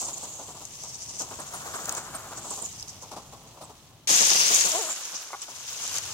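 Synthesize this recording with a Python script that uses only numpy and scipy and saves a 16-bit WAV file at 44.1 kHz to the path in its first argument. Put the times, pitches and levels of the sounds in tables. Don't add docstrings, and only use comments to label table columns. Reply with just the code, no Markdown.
import sys
import numpy as np
from scipy import signal
from scipy.fft import rfft, irfft
from scipy.io import wavfile
from scipy.ndimage import map_coordinates

SR = 44100
rng = np.random.default_rng(int(sys.argv[2]) if len(sys.argv) > 2 else 0)


def materialize(psi):
    bounded = np.clip(np.atleast_2d(psi).T, -1, 1)
    quanta = np.round(bounded * 32767).astype(np.int16)
    wavfile.write(sys.argv[1], SR, quanta)


N = 270731
T = np.arange(N) / SR
CLOSE_S = 4.072
USUAL_RUSTLE_DB, USUAL_PITCH_HZ = -40, 6500

# time in seconds, relative level in dB.
FAR_RUSTLE_LEVEL = [(0.0, -31), (0.07, -40), (0.51, -48.5), (0.76, -46.5), (0.99, -46.5), (1.53, -44.5),
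                    (1.85, -41), (2.14, -49.5), (2.37, -47.5), (2.53, -38), (2.69, -42.5), (2.85, -52.5),
                    (3.36, -56.5), (3.56, -58.5), (3.84, -61.5), (4.06, -69)]
CLOSE_RUSTLE_LEVEL = [(4.08, -25), (4.11, -20), (4.51, -23), (4.55, -22), (4.98, -38.5), (5.13, -40.5),
                      (5.41, -48), (5.42, -38.5), (5.46, -46.5), (5.98, -33), (6.0, -40), (6.14, -37.5)]
# frequency in Hz, relative level in dB.
FAR_LEAF_SPECTRUM = [(1000, -30), (1700, -20), (2300, -14), (3100, -9.5), (3700, -10.5), (4800, -10),
                     (5800, -0.5), (6600, 6.5), (7400, 3.5), (8800, -2.5), (11500, -1.5), (15000, -4.5),
                     (15800, -4)]
CLOSE_LEAF_SPECTRUM = [(880, -62.5), (1500, -21), (2900, -10.5), (4430, -12), (6450, 4), (8330, -14),
                       (14700, -28), (15800, -52)]
# time in seconds, pitch in Hz.
RUSTLE_PITCH = [(0, 6656), (.5, 6824), (.8, 6060), (1.15, 5930), (1.3, 6490), (2.64, 6733), (2.8, 5866),
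                (3.3, 6382), (4.25, 6513), (4.42, 6124), (4.55, 6640), (4.9, 6870), (5.1, 6414),
                (6.14, 6550)]
# time in seconds, relative peak in dB.
LEAF_CLUMPS = [(0.05, -36), (0.087, -37), (0.44, -45), (0.505, -47), (0.765, -53), (0.81, -46),
               (0.843, -41), (0.895, -40), (0.945, -42.5), (1.026, -38), (1.098, -39.5), (1.16, -42.5),
               (1.207, -33), (1.226, -38), (1.975, -35), (2.382, -40), (2.52, -37), (2.8, -42),
               (2.893, -41.5), (3.03, -46), (3.335, -59), (3.635, -59), (4.165, -30), (4.55, -20.5),
               (4.61, -20), (4.92, -45), (5.16, -34), (5.43, -56), (5.69, -40), (5.98, -50)]
# start in seconds, relative peak in dB, ring in Hz, left over right in dB.
LEAF_SNAPS = [(0.017, -22.5, 7300, -13), (0.1803, -29.5, 6900, -14), (0.6524, -27.5, 6540, 5),
              (0.8358, -31.5, 6200, 1.5), (1.1954, -26, 6900, -3), (1.2186, -25, 6550, 1),
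              (1.8562, -24.5, 6860, 2), (1.8935, -17.5, 6780, 3.5), (1.924, -22, 8000, 0),
              (1.9501, -25, 6540, -2), (2.575, -33, 6800, 1), (2.6511, -37, 6850, -1),
              (2.7977, -31.5, 5200, 4), (2.826, -28, 5300, -1), (2.8813, -33, 5700, -21),
              (3.117, -36, 5960, 11), (4.1558, -15, 6360, 1.5), (4.3028, -13, 6463, 4.5),
              (4.3666, -14.5, 6096, 10), (4.4128, -14.5, 5830, 11), (4.5442, -11, 6500, -15),
              (4.6586, -16.5, 6460, 2), (4.7176, -18, 5950, 0), (5.0527, -27, 6500, -4.5),
              (5.8387, -24.5, 6540, -12), (5.8771, -23, 7160, -12), (5.9415, -26, 6760, 3),
              (5.984, -21, 6390, 14)]
# time in seconds, relative level in dB.
FAR_SHAKE_LEVEL = [(0.0, -46), (0.46, -50), (0.64, -56), (1.04, -54), (1.76, -43.5), (2.53, -47.5),
                   (2.66, -55), (3.55, -53), (3.83, -57), (4.06, -65)]
# frequency in Hz, relative level in dB.
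FAR_CHASSIS_SPECTRUM = [(40, -24), (90, -19), (180, -6), (280, -4.5), (480, -3.5), (750, 0.5), (1100, 0.5),
                        (1450, -0.5), (1900, -9.5), (3000, -16)]
CLOSE_CHASSIS_SPECTRUM = [(40, -35), (90, -11), (150, -8.5), (300, -3), (480, 0.5), (750, 2.5), (1100, 5),
                          (1500, 4.5), (2100, -5.5), (3200, -5)]
# start in seconds, relative peak in dB.
LANDING_BLOWS = [(0.015, -35), (0.078, -36.5), (0.226, -35.5), (0.388, -36.5), (0.482, -37), (0.545, -41),
                 (0.603, -39), (0.833, -40), (1.2, -30), (1.212, -50), (1.307, -33.5), (1.386, -34.5),
                 (1.48, -49), (1.533, -34.5), (1.654, -36.5), (1.734, -33), (1.875, -33), (1.925, -37),
                 (1.967, -32), (2.137, -34.5), (2.314, -35.5), (2.373, -38.5), (2.445, -38), (2.504, -34),
                 (2.574, -37), (2.618, -37), (3.021, -38.5), (3.113, -32.5), (3.16, -32.5), (3.322, -38.5),
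                 (3.568, -44.5), (3.608, -34), (3.689, -41), (4.093, -25), (4.123, -33), (4.201, -24.5),
                 (4.298, -26.5), (4.342, -32.5), (4.5, -29), (4.643, -27.5), (4.88, -35.5), (5.129, -43.5),
                 (5.48, -41.5)]
# start in seconds, length in seconds, starting pitch in Hz,
# share of pitch lost from 0 to 1, relative level in dB.
HIGH_TONES = [(0.066, 0.022, 9220, 0.03, -47), (0.124, 0.031, 7100, 0.05, -39.5),
              (0.19, 0.33, 7150, 0.15, -50), (0.233, .017, 9500, 0.42, -42.5),
              (0.457, 0.034, 8300, 0.2, -51), (0.948, 0.35, 9270, 0.03, -61.5),
              (1.397, .018, 10000, 0.39, -43.5), (1.532, 0.04, 10450, 0.21, -46),
              (1.75, .023, 9240, 0.3, -41.5), (2.145, .028, 9300, 0.2, -39),
              (2.503, 0.012, 9400, 0.29, -37), (2.616, 0.014, 9750, 0.31, -35.5),
              (2.639, 0.029, 7000, 0.01, -37.5), (3.02, 0.017, 11900, 0.18, -55),
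              (3.168, 0.013, 11400, 0.17, -61), (3.624, 0.042, 9580, 0.3, -54),
              (4.876, 0.073, 7640, 0.08, -36.5), (5.325, 0.01, 10900, .1, -57),
              (5.414, .011, 7800, 0, -39.5)]
# time in seconds, speed in turns per second.
MOTOR_SPEED = [(4.71, 344), (4.74, 308), (4.775, 374), (4.79, 450), (4.803, 460), (4.82, 365), (4.85, 312),
               (4.88, 320), (4.94, 360)]
# frequency in Hz, relative gain in dB.
SHELL_RESPONSE = [(200, -6), (320, -8), (450, 5.5), (680, 6.5), (920, 2.5), (1150, -2), (1450, -11),
                  (2200, -13), (4000, -42)]
# time in seconds, relative strength in dB.
TUMBLE_BLOWS = [(5.304, -35), (5.327, -37.5), (5.331, -27.5), (5.338, -28), (5.346, -29.5), (5.481, -41)]
# frequency in Hz, relative level in dB, seconds to fall 60 dB.
SHELL_RESONANCES = [(427.4, -12, 0.047), (584.5, -11, 0.037), (726, -8, 0.056), (824, -6, 0.071),
                    (1009, -5, 0.051), (1147, 5, 0.033), (1440, 0.5, 0.032), (1750, -8, 0.022),
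                    (2130, 11, 0.02)]
# time in seconds, lead of the left microphone in milliseconds.
LEFT_LEAD = [(0, 0.015), (.7, 0.099), (1.6, 0.18), (3.3, -0.086), (4.06, -.083), (4.08, 0.35), (4.6, 0.32),
             (5.1, -0.086), (5.5, 0.18), (6.14, 0.049)]
# time in seconds, relative level in dB.
BACKGROUND_LEVEL = [(0, -54.5), (2.7, -51.5), (4.06, -56), (4.1, -56), (4.75, -61), (4.95, -73),
                    (5.35, -66), (6.14, -51.5)]
# frequency in Hz, relative level in dB.
BACKGROUND_SPECTRUM = [(20, -1), (40, -8.5), (70, -2.5), (125, 2), (200, -7.5), (400, -15.5), (800, -29),
                       (1200, -21.5), (1800, -23.5), (6000, -42), (15000, -32.5)]


def leaves(rustle_db, spectrum, per_s, t60, hiss, levels_db, crunch_follows, crisp_follows):
    swing_db = rustle_db - USUAL_RUSTLE_DB
    registers = [(1100, 4500, USUAL_RUSTLE_DB + crunch_follows * swing_db),
                 (4500, 8500, with_clumps(rustle_db)),
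                 (8500, 17000, USUAL_RUSTLE_DB + crisp_follows * swing_db)]
    leaf_to_leaf = 1 + 0.019 * wander(12.44, 79)
    position = np.cumsum(leaf_to_leaf * in_time(RUSTLE_PITCH) / USUAL_PITCH_HZ) % (N - 1)
    noise = coloured(rng.standard_normal((2, N)), spectrum)
    noise = np.array([map_coordinates(channel, [position], order=2) for channel in noise])
    shared_fractures = grains(per_s, t60, spread_db=2.5)
    out = 0
    for (low_hz, high_hz, curve_db), level_db in zip(registers, levels_db):
        power = hiss + shared_fractures + grains(per_s, t60, spread_db=2.5)
        lumps_db = wander(4, 22)
        crackle = rms_one(band(noise, low_hz, high_hz, order=4) * np.sqrt(power))
        out = out + from_db(curve_db + level_db + lumps_db) * crackle
    return out * panned(0.5 + 9.5 * in_time(LEFT_LEAD))


def with_clumps(rustle_db, swell_s=0.013):
    power = from_db(rustle_db) ** 2
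    for s, db in LEAF_CLUMPS:
        span = slice(max(int((s - .1) * SR), 0), int((s + .1) * SR))
        power[span] += from_db(db) ** 2 * np.exp(-((T[span] - s) / swell_s) ** 2)
    return 10 * np.log10(power)


def snaps(t60, crack_db, tail_db, tail_t60, level_db):
    out, t = np.zeros((2, N)), T[:SR // 16]
    decay = from_db(-60 * t / t60)
    for s, db, hz, pan_db in LEAF_SNAPS:
        flutter, crack, tail = rng.standard_normal((3, 2, len(t)))
        burst = rms_one(band(flutter, hz * 0.974, hz * 1.033, order=1)) * decay
        burst += from_db(crack_db) * band(crack * decay, 4700, 11800)
        burst /= np.abs(burst).max(axis=1, keepdims=True)
        ringing_tail = from_db(tail_db - 60 * t / tail_t60) * band(tail, 6340, 6350, order=1)
        add(out, s, from_db(db + level_db) * panned(pan_db) * (burst + ringing_tail))
    return out


def chassis(shake_db, spectrum, per_s, spread_db, t60, smooth, alike, pan_db):
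    knocks = rms_one(stereo_noise(alike) * np.sqrt(smooth + grains(per_s, t60, spread_db)))
    return from_db(shake_db) * coloured(knocks, spectrum) * panned(pan_db)


def landings(rise_s, t60, level_db, scuff_db):
    power = np.zeros(N)
    for s, db in LANDING_BLOWS:
        start = round(s * SR)
        t = T[:min(SR // 3, N - start)]
        blow = (1 - np.exp(-t / rise_s)) * from_db(-60 * t / t60)
        power[start:start + len(t)] += (from_db(db + level_db) * blow / blow.max()) ** 2
    thud = over_lawn(coloured(stereo_noise(0.999) * np.sqrt(power), FAR_CHASSIS_SPECTRUM))
    scuff = from_db(scuff_db) * band(stereo_noise(0) * np.sqrt(power), 3090, 8300, order=1)
    return (thud + scuff) * panned(2.0)


def chirps_and_rings(blur_depth, blur_hz, level_db):
    out = np.zeros((2, N))
    lowpass = signal.butter(2, blur_hz, fs=SR, output="sos")
    for s, length_s, start_hz, drop, db in HIGH_TONES:
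        along = np.linspace(0, 1, int(length_s * SR))
        phase = 2 * np.pi * np.cumsum(start_hz * (1 - drop * along)) / SR
        blur = blur_depth * rms_one(signal.sosfilt(lowpass, rng.standard_normal((2, 2, len(along)))))
        tone = (1 + blur[0]) * np.sin(phase) + blur[1] * np.cos(phase)
        add(out, s, from_db(db + level_db) * rms_one(tone) * np.sin(np.pi * along))
    return out * panned(-3.5)


def motor(peak_s, wobble, rough, level_db, rise_db_per_s=450, fade_db_per_s=128):
    swell_db = np.minimum(rise_db_per_s * (T - peak_s), fade_db_per_s * (peak_s - T))
    jitter, judder = rms_one(band(rng.standard_normal((2, N)), 24, 158.4))
    phase = 2 * np.pi * np.cumsum(in_time(MOTOR_SPEED) * (1 + wobble * jitter)) / SR
    harmonics = sum(np.sin(k * phase + rng.uniform(0, 2 * np.pi)) for k in range(1, 9))
    running = (T > MOTOR_SPEED[0][0]) & (T < MOTOR_SPEED[-1][0])
    hum = coloured(harmonics * (1 + rough * judder), SHELL_RESPONSE)
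    return running * from_db(swell_db + level_db) * hum / hum[running].std() * panned(1.0)


def tumble(contact_hz, level_db):
    s, db = np.transpose(TUMBLE_BLOWS)
    starts = np.round(s * SR).astype(int)
    out = 0
    for hz, mode_db, t60 in SHELL_RESONANCES:
        clicks = np.zeros(N)
        clicks[starts] = from_db(db + mode_db + rng.normal(0, 2.01, len(s))) * rng.choice([-1, 1], len(s))
        out = out + ring(clicks, hz, t60)
    return from_db(level_db) * band(out, 330, contact_hz)


def over_lawn(x, edge_hz=1206, nearest_s=1.87, near_for_s=0.57):
    nearness = np.exp(-np.minimum(((T - nearest_s) / near_for_s) ** 4, 30))
    clear_share = np.where(T < CLOSE_S, np.maximum(nearness, 0.035), 0.72)
    dull = signal.sosfiltfilt(signal.butter(4, edge_hz, fs=SR, output="sos"), x)
    return clear_share * x + (1 - clear_share) * dull


def from_bearing(x):
    lead_s = in_time(LEFT_LEAD) / 1000
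    return np.array([np.interp(T + side * lead_s / 2, T, channel) for channel, side in zip(x, (1, -1))])


def woods(x, t60, level_db):
    t = T[:SR]
    scatter = band(rng.standard_normal((2, SR)), 330, 3700, order=1)
    scatter *= from_db(-60 * t / t60) * (1 - np.exp(-t / 0.004))
    scatter /= np.sqrt(np.sum(scatter ** 2, axis=1, keepdims=True))
    return from_db(level_db) * signal.fftconvolve(x, scatter, axes=1)[:, :N]


def low_background():
    noise = coloured(stereo_noise(0.9), BACKGROUND_SPECTRUM)
    return from_db(in_time(BACKGROUND_LEVEL)) * noise * panned(1.7)


def grains(per_s, t60, spread_db):
    size = rng.exponential(1, N)
    hit = rng.random(N) < per_s / SR
    hits = hit * from_db(spread_db * np.minimum(size, 4.5)) ** 2
    power = signal.lfilter([1], [1, -from_db(-120 / (t60 * SR))], hits + 1e-18)
    return power / power.mean()


def ring(clicks, hz, t60):
    decay, step = from_db(-60 / (t60 * SR)), 2 * np.pi * hz / SR
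    return signal.lfilter([0, np.sin(step)], [1, -2 * decay * np.cos(step), decay ** 2], clicks + 1e-18)


def wander(low_hz, high_hz):
    return rms_one(band(rng.standard_normal(N), low_hz, high_hz))


def stereo_noise(alike):
    mid, side = rng.standard_normal((2, N))
    return np.sqrt((1 + alike) / 2) * mid + np.sqrt((1 - alike) / 2) * side * np.array([[1], [-1]])


def coloured(x, spectrum, size=8192):
    hz, db = np.transpose(spectrum)
    bin_hz = np.arange(size // 2 + 1) * SR / size
    gain = rms_one(from_db(np.interp(np.log(bin_hz + 1), np.log(hz), db)))
    cepstrum = irfft(np.log(gain))
    cepstrum[1:size // 2] *= 2
    cepstrum[size // 2 + 1:] = 0
    response = irfft(np.exp(rfft(cepstrum)))[:size // 2]
    return signal.oaconvolve(x, np.array(response, ndmin=x.ndim), axes=-1)[..., :N]


def band(x, low_hz, high_hz, order=2):
    return signal.sosfilt(signal.butter(order, [low_hz, high_hz], "band", fs=SR, output="sos"), x)


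def panned(db):
    pair = from_db(np.array([[1], [-1]]) * db / 2)
    return pair / np.sqrt(np.mean(pair ** 2, axis=0))


def add(out, s, sound):
    start = round(s * SR)
    out[:, start:start + sound.shape[1]] += sound[:, :N - start]


def in_time(rows):
    return np.interp(T, *np.transpose(rows))


def from_db(db):
    return 10 ** (np.asarray(db) / 20)


def rms_one(x):
    return x / np.sqrt(np.mean(x ** 2) + 1e-20)


def scene():
    close = np.clip((T - CLOSE_S) / .002, 0, 1)
    far_db, close_db = in_time(FAR_RUSTLE_LEVEL), in_time(CLOSE_RUSTLE_LEVEL)
    far_leaves = leaves(far_db, FAR_LEAF_SPECTRUM, per_s=800, t60=0.022, hiss=1.1,
                        levels_db=(-9.5, 1.5, -13), crunch_follows=0.46, crisp_follows=0.61)
    close_leaves = leaves(close_db, CLOSE_LEAF_SPECTRUM, per_s=1700, t60=0.011, hiss=0.35,
                          levels_db=(-4, 0.5, -7), crunch_follows=0.96, crisp_follows=0.98)
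    far_rattle = chassis(in_time(FAR_SHAKE_LEVEL) + 2.5, FAR_CHASSIS_SPECTRUM, per_s=110,
                         spread_db=-2, t60=0.097, smooth=1.0, alike=0.86, pan_db=1.5)
    close_shake_db = -45 + 0.78 * (close_db - USUAL_RUSTLE_DB)
    close_rattle = chassis(close_shake_db, CLOSE_CHASSIS_SPECTRUM, per_s=200,
                           spread_db=-0.5, t60=0.071, smooth=0.46, alike=1.0, pan_db=3.5)
    body = (1 - close) * over_lawn(far_rattle) + close * close_rattle
    body += landings(rise_s=0.0066, t60=0.15, level_db=-2, scuff_db=-4)
    body += motor(peak_s=4.752, wobble=0.012, rough=0.27, level_db=-28.5)
    body += tumble(contact_hz=1190, level_db=-5)
    car = from_bearing(body) + (1 - close) * far_leaves + close * close_leaves
    car += chirps_and_rings(blur_depth=1.45, blur_hz=330, level_db=5.5)
    car += snaps(t60=0.014, crack_db=-7, tail_db=-14, tail_t60=0.04, level_db=4.5)
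    return car + low_background() + woods(car, t60=0.27, level_db=-22.5)


def record(dry):
    low_cut_hz, ceiling, top_hz = 38, 0.81, 15800
    low_cut = signal.sosfilt(signal.butter(2, low_cut_hz, "high", fs=SR, output="sos"), dry)
    rounded = ceiling * np.tanh(low_cut / ceiling)
    return signal.sosfilt(signal.ellip(10, .1, 80, top_hz, fs=SR, output="sos"), rounded)


dry = scene()
out = record(dry)
materialize(out)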